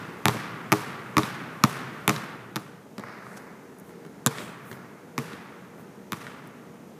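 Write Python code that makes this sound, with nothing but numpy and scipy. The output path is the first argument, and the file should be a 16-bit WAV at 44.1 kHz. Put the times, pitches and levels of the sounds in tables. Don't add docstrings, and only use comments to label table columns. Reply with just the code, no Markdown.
import sys
import numpy as np
from scipy import signal
from scipy.fft import rfft, irfft, next_fast_len
from scipy.io import wavfile
from scipy.ndimage import uniform_filter1d, minimum_filter1d

SR = 44100
rng = np.random.default_rng(int(sys.argv[2]) if len(sys.argv) > 2 else 0)


def wrap_up_sound(samples):
    columns = np.atleast_2d(samples).T
    tamed = np.clip(columns, -1, 1)
    steps = np.round(tamed * 32767).astype(np.int16)
    wavfile.write(sys.argv[1], SR, steps)


N = 308254

# frequency in Hz, level in dB.
KNOCK_HALL_TONE = [(100, -2), (600, 5.5), (1300, 10), (2100, 6), (3200, -12.5), (5000, -6), (12000, -41)]


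def amp(db):
    return 10 ** (np.asarray(db) / 20)


def unit(x):
    return x / np.sqrt(np.mean(x ** 2) + 1e-20)


def along(points, hz):
    frequencies, values = np.transpose(points)
    return np.interp(np.log(hz + 1), np.log(frequencies + 1), values)


def filtered(x, response):
    size = next_fast_len(len(x) + SR // 10)
    return irfft(rfft(x, size) * response(np.fft.rfftfreq(size, 1 / SR)), size)[:len(x)]


def noise(tone, size):
    return unit(filtered(rng.standard_normal(size), lambda hz: amp(along(tone, hz))))


def fade(t, t60):
    return np.exp(-np.log(1000) * t / t60)


def add(track, start_s, sound):
    start = round(start_s * SR)
    part = sound[max(-start, 0):max(len(track) - start, 0)]
    track[max(start, 0):][:len(part)] += part


def ring(tones, t, scatter_db):
    chance = rng.standard_normal(len(tones))
    return sum((-1) ** k * amp(db + scatter_db * chance[k]) * np.sin(2 * np.pi * hz * t) * fade(t, t60)
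               for k, (hz, db, t60) in enumerate(tones))


def burst(tone, db, t60):
    t = np.arange(SR // 6) / SR
    return amp(db) * noise(tone, len(t)) * fade(t, t60)


def ventilation(rush_db):
    # frequency in Hz, relative level in dB.
    rush_tone = [(15, -66), (25, -42.5), (123, -6.5), (180, 2), (256, -1), (317, -5), (405, -2.5),
                 (503, -8.5), (659, -10), (754, -14), (863, -12), (1130, -18), (4140, -32), (13600, -35.5),
                 (16000, -43)]
    # centre in Hz, width in Hz, level in dB.
    fans_and_duct = [(185, 2.4, -78), (471.7, 9.4, -58.5), (6300, 1000, -73.5)]
    out = amp(rush_db) * noise(rush_tone, N)
    for hz, width, db in fans_and_duct:
        band = filtered(rng.standard_normal(N), lambda f: np.exp(-((f - hz) / width) ** 2))
        out += amp(db) * unit(band)
    return out


def shell_thump(thump_db, t, deepening=0.45):
    # frequency in Hz, level in dB, fade time in seconds.
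    shell_tones = [(130.4, -14, 0.087), (219.5, -16, 0.082), (312.2, -22, 0.1), (416, -25.5, 0.19),
                   (182, -34.5, 0.056)]
    deepest = amp(deepening * thump_db) * ring(shell_tones[:1], t, scatter_db=-0.5)
    return amp(thump_db) * (ring(shell_tones[1:], t, scatter_db=3.5) - deepest)


def slap(thump_db, smack_db, crack_db, pitch):
    # frequency in Hz, level in dB, fade time in seconds.
    smack_tones = [(605, -33, 0.057), (861, -18, 0.019), (1120, -11.5, 0.014), (1300, -15, 0.0089),
                   (1768, -18, 0.014), (2320, -10, 0.0049), (1220, -74, 0.02), (1440, -27, 0.03),
                   (3620, -36, 0.047), (5930, -47, 0.11), (7300, -55, 0.15)]
    crack_tones = [(3660, -13.5, 0.0038), (5530, -5.5, 0.0011), (7250, -12, 0.003), (11300, -9.5, 0.0013)]
    # frequency in Hz, level in dB.
    grit_tone = [(500, 4.5), (1500, 16.5), (2400, -25.5), (3100, 2.5), (4000, -6), (7000, -5), (9000, -3.5),
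                 (12000, 4), (15500, -29)]
    t = np.arange(SR // 6) / SR
    grit = burst(grit_tone, db=-16, t60=0.013)
    crack = amp(crack_db) * (grit - ring(crack_tones, t, scatter_db=-4.0))
    smack = -amp(smack_db) * ring(smack_tones, t, scatter_db=2.5)
    thump = shell_thump(thump_db, t * pitch)
    dull_smack = signal.sosfilt(signal.butter(2, 1800, fs=SR, output="sos"), smack)
    out = thump + smack + crack
    on_floor_s = .0098 * np.exp(.12 * rng.standard_normal())
    add(out, on_floor_s, amp(-10) * thump + amp(-5) * dull_smack + amp(-19) * crack)
    return out


def first_reflections(db=-27, t60=0.36, rise_s=0.0023):
    # frequency in Hz, level in dB.
    body_tone = [(60, -30), (130, 16.5), (220, 9), (265, -51), (312, 10), (360, -6), (411, 1), (500, 3.5),
                 (800, 0.5), (1130, 5), (1600, -8), (2200, -8), (4000, -10.5), (12000, -21)]
    t = np.arange(SR // 3) / SR
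    return amp(db) * noise(body_tone, len(t)) * fade(t, t60) * (1 - np.exp(-t / rise_s))


def hall(tone, swell_s, flutter_db=3.0, flutter_hz=260, merge_s=0.27, gap_s=.014):
    # frequency in Hz, fade time in seconds.
    fade_times = [(120, 2.93), (400, 2.2), (1200, 2.25), (2200, 2.14), (4000, 1.29), (7000, 0.53),
                  (13000, 0.42)]
    hz, t, bands = signal.stft(noise(tone, 3 * SR), SR, nperseg=256)
    wash = signal.istft(bands * fade(t, along(fade_times, hz)[:, None]), SR, nperseg=256)[1]
    t = np.arange(len(wash)) / SR
    lumps = np.interp(t * flutter_hz, np.arange(SR // 8), rng.standard_normal(SR // 8))
    flutter = amp(flutter_db * lumps * np.exp(-t / merge_s))
    swell = 1 - np.exp(-t / swell_s)
    return np.pad(wash * swell * flutter, (round(gap_s * SR), 0))


def ball_pings(wash):
    # frequency in Hz, width in Hz, boost in dB.
    pings = [(1153, 10, 5.5), (1404, 12, 4), (1497, 10, 2.5), (3560, 40, 3)]
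    return filtered(wash, lambda f: amp(sum(db * np.exp(-((f - hz) / width) ** 2)
                                            for hz, width, db in pings)))


def girder_echoes(peak_s=0.14, spread=0.37, spiky_db=4):
    # frequency in Hz, level in dB.
    girder_tone = [(100, 10), (250, 21), (600, 17), (1400, -33), (2300, 0), (3200, 6), (5000, -7),
                   (8000, 0), (13000, -10), (15500, -10)]
    t = np.arange(1, SR // 2) / SR
    crackle = rng.standard_normal(len(t)) * amp(spiky_db * rng.standard_normal(len(t)))
    cluster = unit(filtered(crackle, lambda hz: amp(along(girder_tone, hz))))
    return cluster * np.exp(-.5 * (np.log(t / peak_s) / spread) ** 2)


def dribble(bounces, girders_db, pitch):
    # time in seconds, distance in metres.
    path = [(2.6, 6.4), (4.26, 4.55), (5.18, 6.9), (6.12, 8.4)]
    # frequency in Hz, level in dB.
    wash_tone = [(60, -22), (125, 11), (220, 1), (400, -2.5), (550, -7.5), (800, -1), (1250, 4),
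                 (2100, -1.5), (3100, -8.5), (4200, -10.5), (6500, -10), (9000, -10.5), (12000, -8),
                 (15500, -28)]
    out = np.zeros(N)
    for start, force_db, extra_smack_db, extra_crack_db, lag, second_db in bounces:
        metres = np.interp(start, *np.transpose(path))
        direct_db = force_db - 20 * np.log10(metres)
        thump_db = direct_db + 13.5
        smack_db = direct_db + 15 + extra_smack_db
        crack_db = direct_db + 13 + extra_crack_db
        wash_db = force_db + 0.11 * extra_smack_db - 33
        add(out, start, slap(thump_db, smack_db, crack_db, pitch))
        add(out, start + lag, amp(second_db) * slap(thump_db, smack_db, crack_db, pitch))
        add(out, start + lag / 2, amp((thump_db + smack_db) / 2) * first_reflections())
        add(out, start, amp(wash_db) * ball_pings(hall(wash_tone, swell_s=0.05)))
        add(out, start, amp(force_db + extra_crack_db + girders_db) * girder_echoes())
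    return out


def knock(thud_db, clap_db, tick_db):
    # frequency in Hz, level in dB.
    thud_tone = [(40, -85), (120, 24), (400, 13.5), (800, 0), (3000, -61)]
    clap_tone = [(200, -6), (700, 14), (1300, 19), (2200, 13.5), (3200, -38), (12000, -23)]
    tick_tone = [(1000, -24), (3000, 9), (4500, 7), (8000, 2), (15000, -4)]
    return (burst(thud_tone, thud_db, t60=0.072)
            + burst(clap_tone, clap_db, t60=0.023)
            + burst(tick_tone, tick_db, t60=0.024))


def shoe_and_hand_taps(pair_s=.014, second_db=-2.5, hall_db=-15):
    # start in seconds, then thud, clap and tick levels in dB.
    taps = [(0.346, -26.5, -38, -55), (2.9812, -30.5, -32.5, -41), (3.893, -48, -42.5, -59),
            (4.050, -38, -44, -52), (4.714, -34.5, -35.5, -42), (5.782, -38, -43.5, -66)]
    out = np.zeros(N)
    for start, thud_db, clap_db, tick_db in taps:
        add(out, start, knock(thud_db, clap_db, tick_db))
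        add(out, start + pair_s, amp(second_db) * knock(thud_db, clap_db, tick_db))
        add(out, start, amp(clap_db + hall_db) * hall(KNOCK_HALL_TONE, swell_s=0.007))
    return out


def wall_echoes(spray_db=-24, spray_t60=0.037):
    # start in seconds, level in dB.
    echoes = [(1.233, -9), (2.163, -16), (4.384, -17.5), (5.332, -20), (6.2675, -22.5)]
    # frequency in Hz, boost or cut in dB.
    wall_tone = [(100, -9), (700, -13), (2000, 7), (4000, -2.5), (12000, -26)]
    out, t = np.zeros(N), np.arange(SR // 6) / SR
    for start, db in echoes:
        bounce = slap(thump_db=2, smack_db=-5.0, crack_db=3.5, pitch=1)
        returns = amp(spray_db) * rng.standard_normal(len(t)) * fade(t, spray_t60)
        returns[0] = 1
        echo = filtered(signal.fftconvolve(bounce, returns), lambda hz: amp(along(wall_tone, hz)))
        add(out, start, amp(db) * echo)
    return out


def hoop_rattle(thud_db=-6, tick_db=-19, hall_db=-14):
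    # start in seconds, clap level in dB.
    knocks = [(3.0369, -31.5), (3.085, -36), (3.185, -41), (3.267, -38.5), (3.373, -39.5)]
    out = np.zeros(N)
    for start, db in knocks:
        add(out, start, knock(db + thud_db, db, db + tick_db))
        add(out, start, amp(db + hall_db) * hall(KNOCK_HALL_TONE, swell_s=0.0056))
    return out


def swishes(width_octaves=0.66):
    # loudest moment in seconds, level in dB, half length in seconds, centre in Hz.
    rubs = [(3.34, -61.5, 0.075, 8000), (3.375, -48, 0.0056, 6350), (3.884, -63, .03, 11500),
            (4.707, -55, 0.046, 12400), (5.805, -61, 0.017, 13000)]
    out, t = np.zeros(N), np.arange(SR // 2) / SR
    middle = t.mean()
    for peak_s, db, half_length, centre_hz in rubs:
        hiss = filtered(rng.standard_normal(len(t)),
                        lambda hz: np.exp(-.5 * (np.log2((hz + 1) / centre_hz) / width_octaves) ** 2))
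        swell = np.exp(-.5 * ((t - middle) / half_length) ** 2)
        add(out, peak_s - middle, amp(db) * unit(hiss) * swell)
    return out


def clicks():
    # start in seconds, level in dB.
    moments = [(3.786, -47), (3.7983, -44), (6.4731, -45)]
    # frequency in Hz, level in dB.
    click_tone = [(4000, -25), (8000, -8), (11500, -1), (15000, -6)]
    out = np.zeros(N)
    for start, db in moments:
        add(out, start, burst(click_tone, db, t60=.015))
    return out


def small_microphone(play, cut_hz=95, leak_db=-25):
    low_cut = signal.butter(4, cut_hz, "highpass", fs=SR, output="sos")
    return signal.sosfilt(low_cut, play) + amp(leak_db) * play


def scene(fade_start_s=2.11, fade_end_s=2.98):
    # start in seconds, then force, extra smack and extra crack in dB,
    # then the second slap's delay in seconds and its level against the first in dB.
    bounces = [ (-.19, -1, -5, 0, .015, 0), (0.2558, 1.5, 1, 0, 0.027, -.5),
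               (.72, -0.5, 3.5, 2.5, .0059, 2), (1.1685, 1, 0.5, -2.5, 0.013, 1),
               (1.638, 0, 1.5, 2.5, 0.00074, 2), (2.0785, 0, 4.5, 2.5, .016, -2),
               (2.5592, -4.5, 0.5, 2, .0059, 1), (4.263, -3.5, -9, 7, 0.0077, -2.5),
               (5.1797, -6, -1, -3.5, 0.0076, -4.5), (6.1211, -7.5, 0, 0.5, 0.0098, -2)]
    blend = np.interp(np.arange(N) / SR, (fade_start_s, fade_end_s), (0, 1))
    opening = dribble([row for row in bounces if row[0] < fade_end_s], girders_db=-54, pitch=1)
    run = dribble([row for row in bounces if row[0] >= fade_end_s], girders_db=-43.5, pitch=1.08)
    ball = (1 - blend) * opening + blend * run
    play = ball + wall_echoes() + shoe_and_hand_taps() + hoop_rattle() + swishes() + clicks()
    air = (1 - blend) * ventilation(rush_db=-43) + blend * ventilation(rush_db=-47)
    return (small_microphone(play) + air)[None]


def record(dry):
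    ceiling, hold_samples, top_hz = .85, SR // 2000, 15400
    needed_gain = ceiling / np.maximum(np.abs(dry[0]), ceiling)
    held_gain = minimum_filter1d(needed_gain, 2 * hold_samples + 1)
    limited = dry[0] * uniform_filter1d(held_gain, hold_samples)
    return filtered(limited, lambda hz: np.clip((top_hz - hz) / 500 + .5, 0, 1))[None]


dry = scene()
out = record(dry)
wrap_up_sound(out)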